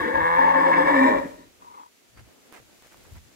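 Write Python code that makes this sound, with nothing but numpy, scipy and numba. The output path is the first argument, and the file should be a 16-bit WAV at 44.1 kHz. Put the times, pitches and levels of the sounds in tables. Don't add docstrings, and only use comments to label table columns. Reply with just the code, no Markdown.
import sys
import numpy as np
from scipy import signal
from scipy.fft import rfft, irfft
from scipy.io import wavfile
from scipy.ndimage import uniform_filter1d
from numba import njit

SR = 44100
rng = np.random.default_rng(int(sys.argv[2]) if len(sys.argv) > 2 else 0)


def master(y):
    cut = np.clip(np.atleast_2d(y).T, -1, 1)
    pcm = np.round(cut * 32767)
    wavfile.write(sys.argv[1], SR, pcm.astype(np.int16))


N = 147735
TIME_S = np.arange(N) / SR

# time_s, pitch_hz, roughness (0-1), mouth_opening (ratio), hum_db, strong_weak_db
BELLOW = [(0, 171.2, 0.99, -0.021, -50, 0), (.12, 154.7, 0.8, -0.021, -57, 1),
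          (.19, 160, 0.6, -0.012, -50, 3), (.235, 164.5, 0.28, -0.0063, -47, 3),
          (.3, 167.5, 0.26, -0.008, -46, 3), (.355, 169.5, 0.3, -0.0098, -44.5, 3),
          (.39, 171.5, 0.7, -0.0064, -45, 1), (.8, 169.4, .75, -0.00085, -42.5, 0),
          (.9, 165.8, .85, 0.011, -46, 0), (1.0, 144.8, .75, .04, -52, 0), (1.1, 115, .62, 0.051, -70, 0),
          (1.2, 65, .55, .05, -79, 0), (1.3, 41.8, .55, 0.069, -76, 0)]
# time_s, throat_db, lower_mouth_db, mouth_db, upper_mouth_db, hiss_db, nose_db
VOICE_LEVELS = [(0.0, -39.5, -45, -42, -32.5, -44, -30), (0.04, -31, -35, -33, -29, -52.5, -38),
                (0.09, -36, -33.5, -38.5, -35, -53.5, -46), (0.154, -34, -35, -29.5, -29.5, -54, -34),
                (0.32, -54.5, -36, -27.5, -28, -50.5, -31.5), (0.412, -33, -32.5, -27, -26.5, -51, -32.5),
                (0.534, -44, -35, -28, -31, -59.5, -28.5), (0.576, -30.5, -30, -29.5, -26.5, -51.5, -27.5),
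                (0.63, -31.5, -35.5, -27, -31, -52.5, -31), (0.68, -33, -29, -26.5, -27.5, -50, -28.5),
                (0.706, -29, -27, -30.5, -34.5, -49.5, -36), (0.722, -28.5, -48, -23.5, -22.5, -51.5, -27),
                (0.78, -27, -29, -28, -28, -49.5, -29.5), (0.888, -27, -31, -28, -27, -48.5, -29),
                (1.048, -17.5, -28, -26.5, -25, -45, -30.5), (1.174, -30, -30.5, -31, -35.5, -56, -35),
                (1.224, -42.5, -40, -45.5, -47, -64.5, -52), (1.256, -31, -49, -54, -41.5, -80, -59),
                (1.286, -49, -49, -56.5, -58.5, -78, -69), (1.5, -53.5, -70.5, -67.5, -67.5, -66, -77)]
VOICE_GAINS = [0.81, 3.3, 5.8, 1.6, 1.2, -0.5]

def bellow():
    pitch_hz, roughness, opening, hum_db, strong_weak_db = in_time(BELLOW)
    buzz, puffs = vocal_folds(pitch_hz, roughness, strong_weak_db)
    fade = np.clip((VOICE_LEVELS[-1][0] - TIME_S) / .061, 0, 1)
    levels = fade * amp(np.array(in_time(VOICE_LEVELS)) + np.array(VOICE_GAINS)[:, None])
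    throat, *mouth_parts, hiss, nose = levels * airway(buzz, puffs, opening)
    hum = amp(hum_db + 5) * sine(pitch_hz)
    tone, dip = throat_tone()
    return throat * dip + fade * (hum + tone), sum(mouth_parts) + mouth_tone(), hiss, nose


def vocal_folds(pitch_hz, roughness, strong_weak_db):
    wobble = .15 * roughness ** 2 * drift(60)
    cycles = np.cumsum(pitch_hz * (1 + wobble)) / SR
    count = np.floor(cycles)
    pulses = np.diff(count, prepend=0) * amp(2 * roughness * drift(95) + strong_weak_db * (-1) ** count)
    pulses = signal.lfilter(*signal.butter(2, 2500, fs=SR), rms_one(pulses))
    puffs = rng.standard_normal(N) * (.75 + np.exp(-3 * (cycles % 1))) * amp(2.28 * drift(40))
    buzz = (1 - .74 * roughness) * pulses + 1.91 * roughness ** 2 * rms_one(puffs)
    return buzz, puffs


# pitches at which the air inside likes to ring.
# centre_hz, base_width_hz, level_db, opening_share (ratio), part (0 = throat ... 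5 = nose)
RESONANCES = [(265.7, 35.4, 2, 0, 0), (321, 260, -5, 0, 0), (212, 45, -8.5, -3.0, 0),
              (525.7, 28, -1, 0.9, 1), (598, 110, -13, 1, 1), (438, 110, -11.5, 0, 1),
              (904.6, 32, -5, 0.57, 2), (955, 200, -8, 0, 2), (1417, 220, -11, .5, 4), (1729, 188, 0, 1, 3),
              (2245, 108, -14, .9, 3), (2570, 105, -28, .5, 3), (3520, 420, -3, 1.2, 4),
              (4100, 300, -14, 0, 4), (5000, 330, -11, 1.2, 4), (6350, 510, -17, 0, 4),
              (7850, 330, -9, -1.0, 4), (12100, 10000, -11, 0.23, 4), (1068, 75, -0.5, -.3, 5),
              (2103, 390, -15.5, 0, 5), (697, 124, -11, 0, 5), (3340, 110, -33, .5, 2)]
# time_s, throat_shift (ratio), lower_mouth_shift (ratio)
SETTLING = [(0, .27, .03), (.03, .24, -.08), (.06, -.1, -.14), (.1, .02, -.04), (.15, .09, .03),
            (.22, .08, -.02), (.3, 0, 0)]

def airway(buzz, puffs, opening):
    settling = in_time(SETTLING) + [0] * 4
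    late_rasp_db = -9 * np.clip(1 - (TIME_S - .3) / .3, 0, 1)
    parts = np.zeros((6, N))
    for k, (hz, width_hz, db, share, part) in enumerate(RESONANCES):
        centre_hz = hz * (1 + share * opening + settling[part])
        source = puffs if part == 4 else buzz
        ring = resonate(source, centre_hz, 1.39 * width_hz)
        ring = resonate(ring, centre_hz, 1.48 * width_hz)
        parts[part] += (-1) ** k * amp(db + late_rasp_db * (4500 < hz < 9000)) * rms_one(ring)
    return parts / np.sqrt(uniform_filter1d(parts ** 2, size=4000, axis=1) + 1e-9)


# time_s, pitch_hz, level_db
THROAT_TONE = [(.36, 258.8, -43), (.43, 261.9, -34), (.53, 265.5, -41.5), (.6, 271.7, -32.5),
               (.68, 267, -39), (.76, 277.7, -31.5), (.84, 300.6, -27.5), (0.899, 298.5, -31),
               (.94, 279.6, -24.5), (.99, 264.7, -19), (1.06, 264, -16), (1.1, 264, -30.5)]

def throat_tone():
    hz, db = in_time(THROAT_TONE)
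    swell = fade_ends(THROAT_TONE, fade_s=.044)
    tone = swell * amp(db + 3 + 1.205 * drift(25)) * sine(hz + 3 * drift(30))
    dip = 1 - swell * np.clip((db + 44.5) / 30, 0, .8)
    return tone, dip


# time_s, pitch_hz, level_db
MOUTH_TONE = [(0.36, 914.8, -33), (0.388, 906.4, -22), (0.448, 898.2, -23), (0.466, 898.8, -38),
              (0.476, 907.4, -23), (0.55, 899.8, -22), (0.594, 895.1, -36), (0.606, 901.3, -24),
              (0.76, 919.5, -31), (0.804, 906.0, -22), (0.818, 903.2, -36), (0.84, 899.7, -30)]

def mouth_tone():
    hz, db = in_time(MOUTH_TONE)
    return fade_ends(MOUTH_TONE, fade_s=.025) * amp(db + 9.5) * sine(hz + 5 * drift(30))


# time_s, level_db
BREATH_LEVELS = [(1.598, -59), (1.65, -56.5), (1.72, -54), (1.77, -48.5), (1.82, -52), (1.86, -59),
                 (1.9, -74)]
# centre_hz, base_width_hz, level_db
BREATH_RESONANCES = [(301, 250, -15), (980, 80, 3), (1085.6, 100, -2), (1860, 640, -12.5)]

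def breath_in():
    swell = amp(in_time(BREATH_LEVELS)[0] + 8) * fade_ends(BREATH_LEVELS, fade_s=.03)
    air = rng.standard_normal(N) * amp(3.4 * drift(74))
    breath = np.zeros(N)
    for hz, width_hz, db in BREATH_RESONANCES:
        centre_hz = np.full(N, float(hz))
        ring = resonate(air, centre_hz, 1.8 * width_hz)
        breath += amp(db) * rms_one(resonate(ring, centre_hz, 1.8 * width_hz))
    return swell * rms_one(band(breath, 211, 1800))


# start_s, knock_db, crack_db, pitch_hz, pan_db
HOOF_TICKS = [(2.175, -44, -47.5, 1190, -5.5), (2.5258, -36.5, -42, 930, -8), (2.538, -44, -45, 1500, -3),
              (2.6, -44.5, -58, 500, 0), (2.8236, -44, -41, 900, -4), (2.848, -46, -46, 900, 2),
              (2.8625, -44.5, -62, 496, -4.5), (2.871, -58, -46, 900, 1), (2.9233, -43, -46, 1310, 0),
              (2.931, -58, -44, 900, -2), (2.9445, -39, -45, 1000, 2), (2.9725, -54, -46, 890, -6),
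              (3.0385, -59, -48, 900, -3), (3.052, -44, -51, 1200, -1), (3.054, -49, -52, 900, -1),
              (3.067, -56, -46, 895, 0), (3.122, -58, -44, 900, 0), (3.136, -52, -44, 900, 0),
              (3.162, -53, -50, 1500, 0), (3.168, -47, -44, 890, -2), (3.183, -57, -46, 890, -5)]

def hoof_ticks():
    out, age_s = np.zeros((2, N)), np.arange(600) / SR
    for start_s, knock_db, crack_db, hz, pan_db in HOOF_TICKS:
        grit = rng.standard_normal(601)
        knock = amp(knock_db + 5.5 - 60 * age_s * hz / 2.9) * np.sin(2 * np.pi * hz * age_s)
        crack = amp(crack_db) * (grit[1:] - .1 * grit[:-1]) * np.exp(-age_s / .00037)
        start = int(start_s * SR)
        out[:, start:start + 600] += (knock + crack) * amp([[pan_db / 2], [-pan_db / 2]])
    return out


# start_s, length_s, level_db, pan_db
HOOF_SCUFFS = [(2.155, 0.067, -53, -0.5), (2.218, 0.13, -64, 1.5), (2.513, 0.098, -48, -4),
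               (2.802, 0.095, -57.5, 2), (2.902, 0.066, -58, 0), (3.03, 0.043, -61, 1),
               (3.139, 0.058, -55.5, -1)]
# frequency_hz, level_db
DIRT_COLOUR = [(150, -20.5), (400, -5), (700, -3.5), (1200, -4.5), (2100, -4), (3200, -15), (6000, -20),
               (15500, -27)]

def hoof_scuffs():
    noise = rng.standard_normal((2, N)) + .29 * rng.standard_normal(N)
    grit = rms_one(coloured(noise, DIRT_COLOUR)) * amp(2 * drift(150))
    out = np.zeros((2, N))
    for start_s, length_s, db, pan_db in HOOF_SCUFFS:
        progress = np.clip((TIME_S - start_s) / length_s, 0, 1)
        out += grit * placed(amp(db) * np.sin(np.pi * progress), pan_db)
    return out


# start_s, level_db, pitch_hz
HOOF_THUDS = [(.14, -34.5, 81), (2.135, -56.5, 88.5), (2.171, -49, 109), (2.199, -46.5, 79.4),
              (2.27, -51, 79.4), (2.601, -50.5, 116), (3.118, -34.5, 85), (3.135, -36, 81),
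              (3.165, -34.5, 78)]

def hoof_thuds(die_away_s=.13):
    out = np.zeros((2, N))
    for start_s, db, hz in HOOF_THUDS:
        age_s = np.maximum(TIME_S - start_s, 0)
        level = amp(db - 60 * age_s / die_away_s) * (1 - np.exp(-age_s / .0035))
        ear_phase = [[0], [rng.uniform(-1.1, 1.8)]]
        out += level * np.sin(2 * np.pi * hz * age_s + ear_phase)
    return out * [[-1.3], [-.9]]


def body_echoes(sound, decay_s=.025):
    bounces = rng.standard_normal((2, 5000)) * np.exp(-TIME_S[:5000] / decay_s)
    bounces /= np.linalg.norm(bounces, axis=1, keepdims=True)
    return amp(-1) * signal.fftconvolve(sound[None], bounces, axes=1)[:, :N]


def yard_echoes(sound, die_away_s=.2):
    age_s = TIME_S[:SR]
    echoes = rng.standard_normal((2, SR)) * amp(-60 * age_s / die_away_s) * np.clip(age_s / .0071, 0, 1)
    echoes = rms_one(band(echoes, 341, 3170)) / np.sqrt(SR)
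    return amp(-13.5) * signal.fftconvolve(sound[None], echoes, axes=1)[:, :N]


# start_s, length_s, start_hz, end_hz, level_db
CHIRPS = [(1.37, .06, 4500, 4330, -71), (2.135, .09, 4650, 4610, -68), (2.26, .035, 4650, 4630, -74)]

def birds():
    out = np.zeros(N)
    for start_s, length_s, start_hz, end_hz, db in CHIRPS:
        progress = np.clip((TIME_S - start_s) / length_s, 0, 1)
        hz = start_hz + (end_hz - start_hz) * progress + 25 * drift(60)
        out += amp(db + 3) * np.sin(np.pi * progress) * sine(hz)
    return placed(out, pan_db=0)


# frequency_hz, level_db
HISS_COLOUR = [(100, -13.5), (250, 2), (500, -3), (1000, -9.5), (2200, -5.5), (3500, -7.5), (5500, -9.5),
               (6900, -8), (8500, -12.5), (11500, -13), (15800, -17.5)]
# time_s, low_db, high_db
HISS_LEVELS = [(1.3, -52, -60.5), (1.44, -66.5, -66.5), (1.7, -69.5, -65), (1.89, -74.5, -67.5),
               (2.14, -74, -67), (2.32, -67.5, -66), (2.91, -69.5, -64), (3.01, -65.5, -63.5),
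               (3.35, -71, -65)]

def outdoor_hiss():
    air = coloured(rng.standard_normal((2, 2, N)), HISS_COLOUR)
    low_db, high_db = in_time(HISS_LEVELS)
    low = amp(low_db + 7.5 + 3.1 * drift(5.5)) * rms_one(band(air[0], 110, 1130))
    high = amp(high_db + 6.5 + .39 * drift(16)) * rms_one(band(air[1], 710, 22000))
    return low + high


# time_s, level_db
RUMBLE_LEVELS = [(0.0, -41.5), (0.12, -66), (0.15, -42), (0.58, -54), (0.78, -52), (1.18, -46), (1.33, -60),
                 (2.04, -86), (2.21, -49.5), (2.34, -77), (2.57, -77), (2.6, -59), (2.75, -75),
                 (3.15, -51.5), (3.35, -68.5)]

def rumble():
    separate = band(rng.standard_normal((2, N)), 43, 129)
    shared = band(rng.standard_normal(N), 43, 129)
    noise = rms_one(separate + .9 * np.array([shared, np.roll(shared, 170)]))
    ear_db = [2.5 + 2 * drift(6.8), .5 + 2 * drift(12)]
    return amp(in_time(RUMBLE_LEVELS)[0] + ear_db) * noise


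def amp(db):
    return 10 ** (np.asarray(db) / 20)


def rms_one(x):
    return x / np.sqrt(np.mean(x ** 2) + 1e-20)


def sine(hz):
    return np.sin(2 * np.pi * np.cumsum(hz) / SR)


def in_time(rows):
    time_s, *columns = np.transpose(rows)
    return [np.interp(TIME_S, time_s, column) for column in columns]


def fade_ends(rows, fade_s):
    return np.clip(np.minimum(TIME_S - rows[0][0], rows[-1][0] - TIME_S) / fade_s, 0, 1)


def band(x, low_hz, high_hz):
    return signal.sosfilt(signal.butter(2, [low_hz, high_hz], "band", fs=SR, output="sos"), x)


def coloured(noise, colour):
    hz, db = np.transpose(colour)
    all_hz = np.maximum(np.arange(N // 2 + 1) * SR / N, 1)
    return irfft(rfft(noise) * amp(np.interp(np.log(all_hz), np.log(hz), db)), N)


def drift(rate_hz):
    r = np.exp(-2 * np.pi * rate_hz / SR)
    return rms_one(signal.lfilter([1], [1, -2 * r, r * r], rng.standard_normal(N + SR))[SR:])


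@njit
def resonate(x, hz, width_hz):
    y, r = np.zeros(len(x)), np.exp(-np.pi * width_hz / SR)
    for i in range(2, len(x)):
        y[i] = x[i] - x[i - 2] + 2 * r * np.cos(2 * np.pi * hz[i] / SR) * y[i - 1] - r * r * y[i - 2]
    return y


def placed(x, pan_db, lag_s=0):
    left = np.interp(TIME_S - lag_s, TIME_S, x, left=0)
    return np.array([left * amp(pan_db / 2), x * amp(-pan_db / 2)])


def scene():
    throat, mouth, hiss, nose = bellow()
    cow = placed(throat, pan_db=1, lag_s=.00044) + placed(nose, pan_db=-4)
    cow += placed(mouth + .6 * hiss + breath_in(), pan_db=3.5, lag_s=.00044)
    echoes = body_echoes(hiss) + yard_echoes(throat + mouth + nose)
    hooves = hoof_ticks() + hoof_scuffs() + hoof_thuds()
    return cow + echoes + hooves + birds() + outdoor_hiss() + rumble()


def record(dry):
    return signal.sosfilt(signal.ellip(10, .5, 70, 15750, fs=SR, output="sos"), dry)


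dry = scene()
out = record(dry)
master(out)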